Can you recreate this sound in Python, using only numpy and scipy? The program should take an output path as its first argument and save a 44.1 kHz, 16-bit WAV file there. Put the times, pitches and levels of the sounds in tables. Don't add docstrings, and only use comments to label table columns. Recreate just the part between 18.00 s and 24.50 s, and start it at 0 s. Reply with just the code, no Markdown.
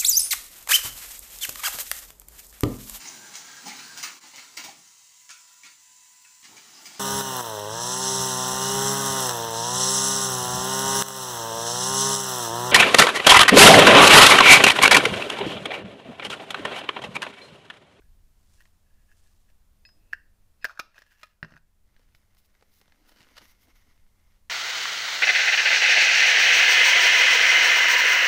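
import sys
import numpy as np
from scipy import signal
from scipy.fft import rfft, irfft
from scipy.io import wavfile
from scipy.ndimage import uniform_filter1d

SR = 44100
rng = np.random.default_rng(int(sys.argv[2]) if len(sys.argv) > 2 else 0)


def store_pcm(level_fs):
    pcm = np.round(np.clip(level_fs, -1, 1) * 32767).astype(np.int16)
    wavfile.write(sys.argv[1], SR, np.atleast_2d(pcm).T)


N = 286560
T_S = np.arange(N) / SR
AGE_S = T_S[:SR // 2]

# (time [s], hollow knock [dB], knock pitch [Hz], frame clack [dB], sharp tick [dB])
PUNCH_AND_STRIP_CONTACTS = [ (0.0205, -57, 1580, -64, -78), (0.605, -49, 1630, -53, -70),
                            (0.622, -76, 1720, -68, -51), (0.654, -59, 1910, -52, -68),
                            (1.1155, -53, 1670, -60, -82), (1.333, -87, 1700, -79, -57.5),
                            (1.501, -80, 1700, -59, -64), (1.8515, -50, 1820, -60.5, -64),
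                            (1.8896, -54.5, 1680, -52, -80), (2.128, -36, 1680, -44.5, -68),
                            (2.132, -16, 1685, -33, -39), (2.626, -49.5, 1700, -72, -70),
                            (2.6442, -14, 1670, -26, -21), (2.6481, -21, 1680, -27, -44),
                            (2.6511, -17.5, 1630, -18.5, -32), (2.695, -28, 1430, -49, -53),
                            (2.702, -33, 1444, -48.5, -49), (2.7745, -30.5, 1540, -46, -54),
                            (2.7929, -16.5, 1382, -28, -25.5), (2.797, -41, 1236, -15, -30.5),
                            (2.944, -49, 1740, -49, -67), (2.98, -34.5, 1660, -38, -58),
                            (2.989, -46, 1750, -42, -39), (3.0197, -41.5, 1780, -39.5, -52),
                            (3.064, -51, 1750, -53, -61), (3.1195, -46.5, 1655, -69, -59),
                            (3.2326, -36.5, 1060, -27.5, -53)]
CLACK_T60_S, TICK_T60_S = 0.026, 0.01
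KNOCK_SWELL_S = 0.0016
OVERTONE_RATIO, OVERTONE_DB = 1.6, -19
# (frequency [Hz], level [dB], t60 [s])
FRAME_MODES = [(640, -4, .028), (1100, -4, .022), (1400, -8, .035), (1570, -11, .04), (1800, -6, .04),
               (2090, -10, .03), (2730, -8, .035), (3700, -14, .018), (4310, -9, .024), (4630, -11, .02),
               (5260, -7, .015), (5420, -7, .015), (5860, -12, .016), (6900, -17, .015)]
# (frequency [Hz], density [dB])
CLACK_SPECTRUM = [(100, -18), (350, -9), (600, -2), (850, -5), (1150, 2), (2600, 1), (3200, -3), (4400, -4),
                  (5400, -1), (7500, -14), (15500, -22)]
# (frequency [Hz], density [dB])
TICK_SPECTRUM = [(100, -1), (700, 1), (3000, -2), (6000, -5), (8500, -11), (11500, -7), (14500, -3),
                 (16000, -6)]
# (time [s], level [dB])
SPRING_SLIPS = [(1.8512, -51), (2.1325, -71), (2.6145, -66), (2.625, -61.5)]
# (frequency [Hz], level [dB], t60 [s])
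SPRING_MODES = [(1640, -9, .05), (1960, -2, .06), (2595, 4, .05), (3800, -12, .06), (4323, -5, .085),
                (5066, -1, .22), (7111, -19, .1)]
# (time [s], level [dB])
LEVER_HITS = [(2.7972, -23), (3.2316, -34.5)]
# (frequency [Hz], level [dB], t60 [s])
LEVER_MODES = [(570, -15, .025), (980, -9, .03), (1265, 0, .055), (2449, -1, .035), (3461, -8, .03),
               (3984, -11, .03), (4700, -9, .02), (5582, -13, .02)]
# (peak time [s], rise [s], fall [s], level [dB])
HINGE_SQUEEZES = [(2.03, .1, .05, -77.5), (2.12, .06, .03, -71.5), (2.632, .025, .03, -59),
                  (2.965, 0.017, 0.021, -47)]
# (frequency [Hz], density [dB])
HINGE_SPECTRUM = [(800, -30), (1700, -13), (2250, -19), (2620, 0), (3000, -20), (4400, -21), (9000, -38)]
# (peak time [s], rise [s], fall [s], level [dB])
RATTLE_SPELLS = [(2.66, 0.011, 0.056, -47.5), (2.693, 0.016, 0.052, -46), (2.78, .05, 0.0155, -50.5),
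                 (2.965, 0.022, 0.03, -55.5), (3.52, 0.11, 0.076, -59.5), (3.57, 0.018, 0.022, -53)]
RATTLE_PER_S, RATTLE_KNOCK_DB, RATTLE_KNOCK_HZ = 590, 2, 1520

# (peak time [s], rise [s], fall [s], level [dB])
STRIP_FEEDS = [(.56, 0.29, 0.27, -71), (1.22, 0.31, 0.42, -72)]
# (peak time [s], rise [s], fall [s], level [dB])
STRIP_NUDGES = [(.05, .06, 0.065, -78), (.608, 0.026, 0.025, -57), (.94, 0.15, 0.19, -74),
                (1.11, 0.027, 0.044, -65.5), (1.27, 0.08, 0.078, -78), (1.49, 0.044, 0.065, -76)]
# (peak time [s], rise [s], fall [s], level [dB])
STRIP_TUGS = [(2.98, 0.093, 0.23, -59.5), (3.115, 0.029, 0.082, -59.5), (3.21, 0.052, 0.11, -56.5),
              (3.31, 0.042, 0.044, -69.5)]
TUG_SHELL_DB, TUG_EDGE_DB = -4, -7.5
# (frequency [Hz], density [dB])
FEED_SPECTRUM = [(2000, -6.5), (4500, -4.5), (7000, -2.5), (9500, -5.5), (15000, -17.5)]
# (frequency [Hz], density [dB])
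SLOT_SPECTRUM = [(500, -57), (1200, -50), (1700, 15), (2200, -15), (2700, 3.5), (3400, -13), (12000, -14)]
# (frequency [Hz], density [dB])
DRAWN_SPECTRUM = [(300, -18), (1100, -8), (1700, 1), (2200, -6), (2700, -3), (3600, -11), (5600, -10),
                  (8500, -21), (15000, -23)]

# (time [s], table thud [dB], hollow knock [dB], frame clack [dB])
PUNCH_LANDINGS = [(3.4284, -35.5, -20.5, -25), (3.4465, -46, -30.5, -33.5), (3.5217, -53.5, -44, -42.5),
                  (3.538, -60, -44, -48), (3.551, -57.5, -54, -63), (3.5659, -63, -38.5, -52)]
LANDING_KNOCK_HZ, FEET_TOP_HZ = 1650, 3800
# (frequency [Hz], level [dB], t60 [s])
TABLE_MODES = [(70, -32, 0.104), (121, -14, 0.097), (157, 5.5, 0.089), (220, -2, 0.089),
               (292.6, -9.5, 0.097), (360, -15, 0.063), (496, -16, 0.078), (773, -14.5, 0.044)]
# (frequency [Hz], density [dB])
BUMP_SPECTRUM = [(70, -3.5), (150, -1), (260, 2), (400, 7.5), (550, 6), (900, -1), (1500, -28.5)]
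# (time [s], tap [dB], top of the tap [Hz], table thud [dB])
TABLE_TAPS = [(3.964, -47.5, 4020, -77), (3.9944, -52, 5030, -60.5), (4.1486, -42.5, 6000, -71),
              (4.3481, -55, 12000, -81), (4.3692, -52.5, 6940, -79), (4.5507, -51, 4500, -78.5),
              (4.6102, -53, 5970, -63), (4.624, -45, 5000, -56), (4.814, -45, 7000, -58),
              (4.8794, -50, 4520, -63.5), (4.9217, -47, 4470, -69), (5.0927, -44.5, 8950, -60),
              (5.1188, -45, 4000, -60.5), (5.206, -42, 5000, -70), (5.269, -45.5, 2500, -68),
              (5.4117, -46, 2540, -56), (5.7563, -53.5, 10100, -80)]
# (frequency [Hz], density [dB])
TAP_SPECTRUM = [(150, 10), (400, -16), (800, 4), (1200, 4), (2000, 6), (2800, 0), (5000, 1.5), (7500, -6),
                (15000, 5.5)]
# (peak time [s], rise [s], fall [s], level [dB])
HAND_GRIPS = [(1.97, .25, .5, -74)]

# (time [s], level [dB])
BOX_SPEED = [(3.85, -79), (4.03, -78.5), (4.37, -81.5), (4.72, -79.5), (4.89, -74), (5.13, -80.5),
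             (5.29, -67.5), (5.34, -67), (5.81, -82.5), (5.97, -79), (6.17, -83.5), (6.36, -84.5),
             (6.49, -102)]
GLIDE_DB, DRAG_DB = -0.5, -26.5
DRAG_EXPONENT = 0.75
CRACKLE_PER_S, CRACKLE_DB = 36, 11
# (peak time [s], rise [s], fall [s], scrape [dB], drag on the table [dB])
BOX_SHOVES = [(4.02, .15, 0.34, -76, -87), (4.99, 0.1, 0.13, -98, -72), (5.09, 0.11, 0.085, -66.5, -76),
              (5.205, 0.087, 0.1, -59.5, -64), (5.381, 0.026, 0.016, -45.5, -85),
              (5.42, 0.021, 0.038, -56, -59.5), (5.69, 0.11, 0.1, -85, -71.5), (5.87, .03, .06, -76, -70),
              (6.355, .02, .05, -73.5, -85)]
# (peak time [s], rise [s], fall [s], level [dB])
BOX_SURGES = [(4.58, 0.11, 0.21, -85), (5.445, .05, 0.043, -63), (5.515, 0.035, 0.024, -68.5),
              (5.63, 0.026, .05, -72), (5.705, .03, .03, -67), (5.765, 0.027, 0.045, -65.5),
              (5.82, 0.035, .035, -68), (5.915, 0.058, 0.045, -69.5), (6.3, 0.22, .12, -79.5)]
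# (peak time [s], rise [s], fall [s], level [dB])
FINGER_BRUSHES = [(4.16, 0.033, 0.059, -68), (4.385, 0.017, 0.047, -61), (4.455, .02, 0.02, -67),
                  (4.78, 0.12, 0.065, -63.5), (5.09, .04, 0.1, -65), (5.44, 0.038, 0.079, -65),
                  (5.51, 0.072, 0.027, -62), (5.635, 0.054, 0.034, -62.5), (5.765, 0.025, 0.077, -68)]
# (frequency [Hz], density [dB])
SCRAPE_SPECTRUM = [(290, -39), (500, -5), (853, -6), (972, -0.5), (1080, -8.5), (1440, 2), (2520, -7),
                   (2960, 0), (3370, -8), (4690, -4), (8130, -19), (14100, -21.5), (15800, -32)]
# (frequency [Hz], density [dB])
DRAG_SPECTRUM = [(120, -41.5), (200, -3.5), (270, 4.5), (400, -8), (520, -7), (750, -8), (1200, -26.5)]
# (frequency [Hz], density [dB])
GLIDE_SPECTRUM = [(500, -20.5), (1000, -1.5), (1300, -2), (1650, -5.5), (2090, 6.5), (2500, -7),
                  (2950, -4.5), (4500, -8.5), (5600, -5.5), (6500, -6.5), (7600, -27), (12000, -11.5),
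                  (15800, -34.5)]
# (frequency [Hz], density [dB])
BRUSH_SPECTRUM = [(1000, -17), (3000, -5), (5200, -3), (8500, -11.5), (11000, -5.5), (13700, -4.5),
                  (15800, -2.5)]

# (nominal band frequency [Hz], level [dB], t60 [s])
ROOM_BANDS = [(150, -14, 0.45), (595, -13.5, 0.31), (1600, -22, 0.35), (3880, -15.5, 0.29),
              (8100, -21, .28), (14000, -15.5, 0.24)]
# (time [s], level [dB])
RUMBLE_LEVEL = [(0, -54.5), (.8, -59.5), (1.2, -59), (2.4, -57.5), (3.35, -64), (4.1, -57), (4.6, -66),
                (5.4, -63.5), (6.05, -59.5), (6.5, -61)]
# (frequency [Hz], density [dB])
RUMBLE_SPECTRUM = [(12, 4.5), (30, 4.5), (45, -7), (85, -5.5), (125, -18.5), (180, -23), (300, -30.5),
                   (600, -45)]
# (frequency [Hz], density [dB])
HISS_SPECTRUM = [(100, 7.5), (300, 7), (600, 6), (1200, 3), (2000, 0), (2900, -2.5), (4500, -3), (8000, -4),
                 (15000, -5)]
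HISS_DB, HUM_HZ, HUM_DB = -74.5, 202, -78.5
DUCK_ABOVE_DB, DUCK_SMOOTHING_S, RECOVER_DB_PER_S = -32.5, 0.04, 3.66
CUTOFF_HZ = 15450


def from_db(db):
    return 10 ** (np.asarray(db) / 20)


def rms_one(x):
    return x / np.sqrt(np.mean(x ** 2) + 1e-20)


def level(rows):
    time_s, db = np.transpose(rows)
    return from_db(np.interp(T_S, time_s, db, left=-np.inf))


def strokes(rows, axis=3):
    gain = 0
    for row in rows:
        peak_s, rise_s, fall_s = row[:3]
        away = np.abs(T_S - peak_s) / np.where(T_S < peak_s, rise_s, fall_s)
        gain = gain + from_db(row[axis] - 20 * np.minimum(away, 10) ** 1.2)
    return gain


def add(out, time_s, sound):
    i = round(time_s * SR)
    out[i:i + len(sound)] += sound[:N - i]


def colour(x, spectrum):
    size = 2 ** 13
    hz, db = np.transpose(spectrum)
    bins_hz = np.fft.rfftfreq(size, 1 / SR)
    bins_db = np.interp(np.log(bins_hz + 1), np.log(hz), db)
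    cepstrum = irfft(np.log(from_db(bins_db)))
    response = irfft(np.exp(rfft(2 * cepstrum[:size // 2], size)))
    return signal.fftconvolve(x, response / np.linalg.norm(response))[:len(x)]


def soften(x, top_hz):
    sos = signal.butter(2, min(top_hz, CUTOFF_HZ), fs=SR, output="sos")
    return signal.sosfilt(sos, x)


def ring(modes, scatter_db=0, together=False):
    out = np.zeros(len(AGE_S))
    for k, (hz, db, t60_s) in enumerate(modes):
        sign = 1 if together else (-1) ** k
        decay = from_db(db + scatter_db * rng.normal() - 60 * AGE_S / t60_s)
        out += sign * decay * np.sin(2 * np.pi * hz * AGE_S)
    return out


def burst(spectrum, t60_s):
    noise = rng.choice([-1, 1], len(AGE_S))
    return colour(noise * from_db(-60 * AGE_S / t60_s), spectrum)


def clicks(per_s):
    return (rng.random(N) < per_s / SR) * rng.standard_normal(N)


def friction(spectrum, slips_per_s, grain, flutter_db):
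    moments_s = np.arange(0, N / SR + 1, 0.012)
    waver = np.interp(T_S, moments_s, rng.standard_normal(len(moments_s)))
    pressure = from_db(flutter_db * waver)
    slips = rms_one(clicks(slips_per_s))
    rush = rng.standard_normal(N)
    return rms_one(colour(pressure * (rush + grain * slips), spectrum))


def knock(hz, swell_s):
    u = AGE_S / swell_s
    envelope = u * np.exp((1 - u ** 2) / 2)
    phase = 2 * np.pi * hz * AGE_S
    return envelope * (np.sin(phase) + from_db(OVERTONE_DB) * np.sin(OVERTONE_RATIO * phase))


def clack():
    main = from_db(-10) * ring(FRAME_MODES, scatter_db=1)
    lesser = from_db(-8) * burst(CLACK_SPECTRUM, CLACK_T60_S)
    return main + lesser


def punch_and_strip_contacts():
    out = np.zeros(N)
    for time_s, knock_db, hz, clack_db, tick_db in PUNCH_AND_STRIP_CONTACTS:
        tick = from_db(-5) * burst(TICK_SPECTRUM, TICK_T60_S)
        add(out, time_s, from_db(knock_db) * knock(hz, KNOCK_SWELL_S))
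        add(out, time_s, from_db(clack_db) * clack())
        add(out, time_s, from_db(tick_db) * tick)
    return out


def linkage():
    out = strokes(HINGE_SQUEEZES) * friction(HINGE_SPECTRUM, slips_per_s=400, grain=0.6, flutter_db=3.8)
    for time_s, db in SPRING_SLIPS:
        add(out, time_s, from_db(db) * ring(SPRING_MODES))
    for time_s, db in LEVER_HITS:
        add(out, time_s, from_db(db) * ring(LEVER_MODES))
    return out


def rattle():
    touches = clicks(RATTLE_PER_S)
    frame = rms_one(signal.fftconvolve(touches, clack())[:N])
    shell = rms_one(signal.fftconvolve(touches, knock(RATTLE_KNOCK_HZ, KNOCK_SWELL_S))[:N])
    return strokes(RATTLE_SPELLS) * rms_one(frame + from_db(RATTLE_KNOCK_DB) * shell)


def strip():
    feed = friction(FEED_SPECTRUM, slips_per_s=540, grain=1.0, flutter_db=1.5)
    slot = friction(SLOT_SPECTRUM, slips_per_s=200, grain=1.2, flutter_db=2.8)
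    drawn = friction(DRAWN_SPECTRUM, slips_per_s=280, grain=1.3, flutter_db=2.4)
    edge = friction(BRUSH_SPECTRUM, slips_per_s=900, grain=0.7, flutter_db=1.5)
    tug = rms_one(drawn + from_db(TUG_SHELL_DB) * slot + from_db(TUG_EDGE_DB) * edge)
    return strokes(STRIP_FEEDS) * feed + strokes(STRIP_NUDGES) * slot + strokes(STRIP_TUGS) * tug


def table():
    out = np.zeros(N)
    for time_s, thud_db, knock_db, clack_db in PUNCH_LANDINGS:
        board = ring(TABLE_MODES, scatter_db=3, together=True)
        thud = board + from_db(-11.5) * burst(BUMP_SPECTRUM, t60_s=0.13)
        add(out, time_s, from_db(thud_db) * thud)
        add(out, time_s, from_db(knock_db) * knock(LANDING_KNOCK_HZ, swell_s=0.0011))
        add(out, time_s, from_db(clack_db) * soften(clack(), FEET_TOP_HZ))
    for time_s, tap_db, top_hz, thud_db in TABLE_TAPS:
        add(out, time_s, from_db(tap_db) * soften(burst(TAP_SPECTRUM, t60_s=0.019), top_hz))
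        add(out, time_s, from_db(thud_db) * burst(BUMP_SPECTRUM, t60_s=0.034))
    grip = friction(DRAG_SPECTRUM, slips_per_s=110, grain=0.46, flutter_db=-0.5)
    return out + strokes(HAND_GRIPS) * grip


def box():
    speed = level(BOX_SPEED)
    glide = friction(GLIDE_SPECTRUM, slips_per_s=500, grain=0.6, flutter_db=1.8)
    scrape = friction(SCRAPE_SPECTRUM, slips_per_s=450, grain=1.2, flutter_db=1.8)
    drag = friction(DRAG_SPECTRUM, slips_per_s=120, grain=0.8, flutter_db=2)
    brush = friction(BRUSH_SPECTRUM, slips_per_s=900, grain=0.7, flutter_db=1.5)
    crackle = signal.fftconvolve(speed * clicks(CRACKLE_PER_S), burst(SCRAPE_SPECTRUM, t60_s=0.007))[:N]
    glide_gain = from_db(GLIDE_DB) * speed + strokes(BOX_SURGES)
    drag_gain = from_db(DRAG_DB) * speed ** DRAG_EXPONENT + strokes(BOX_SHOVES, axis=4)
    sliding = glide_gain * glide + drag_gain * drag + from_db(CRACKLE_DB) * crackle
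    return sliding + strokes(BOX_SHOVES) * scrape + strokes(FINGER_BRUSHES) * brush


def decaying(noise, db, t60_s):
    return noise * from_db(db - 60 * AGE_S / t60_s) / np.sqrt(t60_s * SR / np.log(1e6))


def room(x, near_db, near_t60_s):
    centres_hz = np.array(ROOM_BANDS)[:, 0]
    edges_hz = [50, *np.sqrt(centres_hz[1:] * centres_hz[:-1]), CUTOFF_HZ]
    response = decaying(rng.standard_normal(len(AGE_S)), near_db, near_t60_s)
    for (_, db, t60_s), low_hz, high_hz in zip(ROOM_BANDS, edges_hz, edges_hz[1:]):
        sos = signal.butter(2, [low_hz, high_hz], "band", fs=SR, output="sos")
        band = signal.sosfilt(sos, rng.standard_normal(len(AGE_S)))
        response = response + decaying(band, db, t60_s)
    delayed = np.pad(response, (round(0.004 * SR), 0))
    return signal.fftconvolve(x, delayed)[:N]


def background():
    rumble = level(RUMBLE_LEVEL) * rms_one(colour(rng.standard_normal(N), RUMBLE_SPECTRUM))
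    hiss = from_db(HISS_DB) * rms_one(colour(rng.standard_normal(N), HISS_SPECTRUM))
    hum = from_db(HUM_DB) * np.sin(2 * np.pi * HUM_HZ * T_S)
    return rumble + hiss + hum


def scene():
    direct = punch_and_strip_contacts() + linkage() + rattle() + strip() + table() + box()
    return (direct + room(direct, near_db=-16, near_t60_s=0.041) + background())[None]


def record(dry):
    loudness_db = 10 * np.log10(uniform_filter1d(dry[0] ** 2, size=1323) + 1e-12)
    excess_db = np.maximum(loudness_db - DUCK_ABOVE_DB, 0)
    recovery_db = RECOVER_DB_PER_S * T_S
    held_db = np.maximum.accumulate(excess_db + recovery_db) - recovery_db
    pole = np.exp(-1 / (DUCK_SMOOTHING_S * SR))
    duck_db = signal.lfilter([1 - pole], [1, -pole], held_db)
    ducked = dry * from_db(-duck_db)
    return signal.sosfilt(signal.ellip(10, 0.1, 80, CUTOFF_HZ, fs=SR, output="sos"), ducked)


dry = scene()
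out = record(dry)
store_pcm(out)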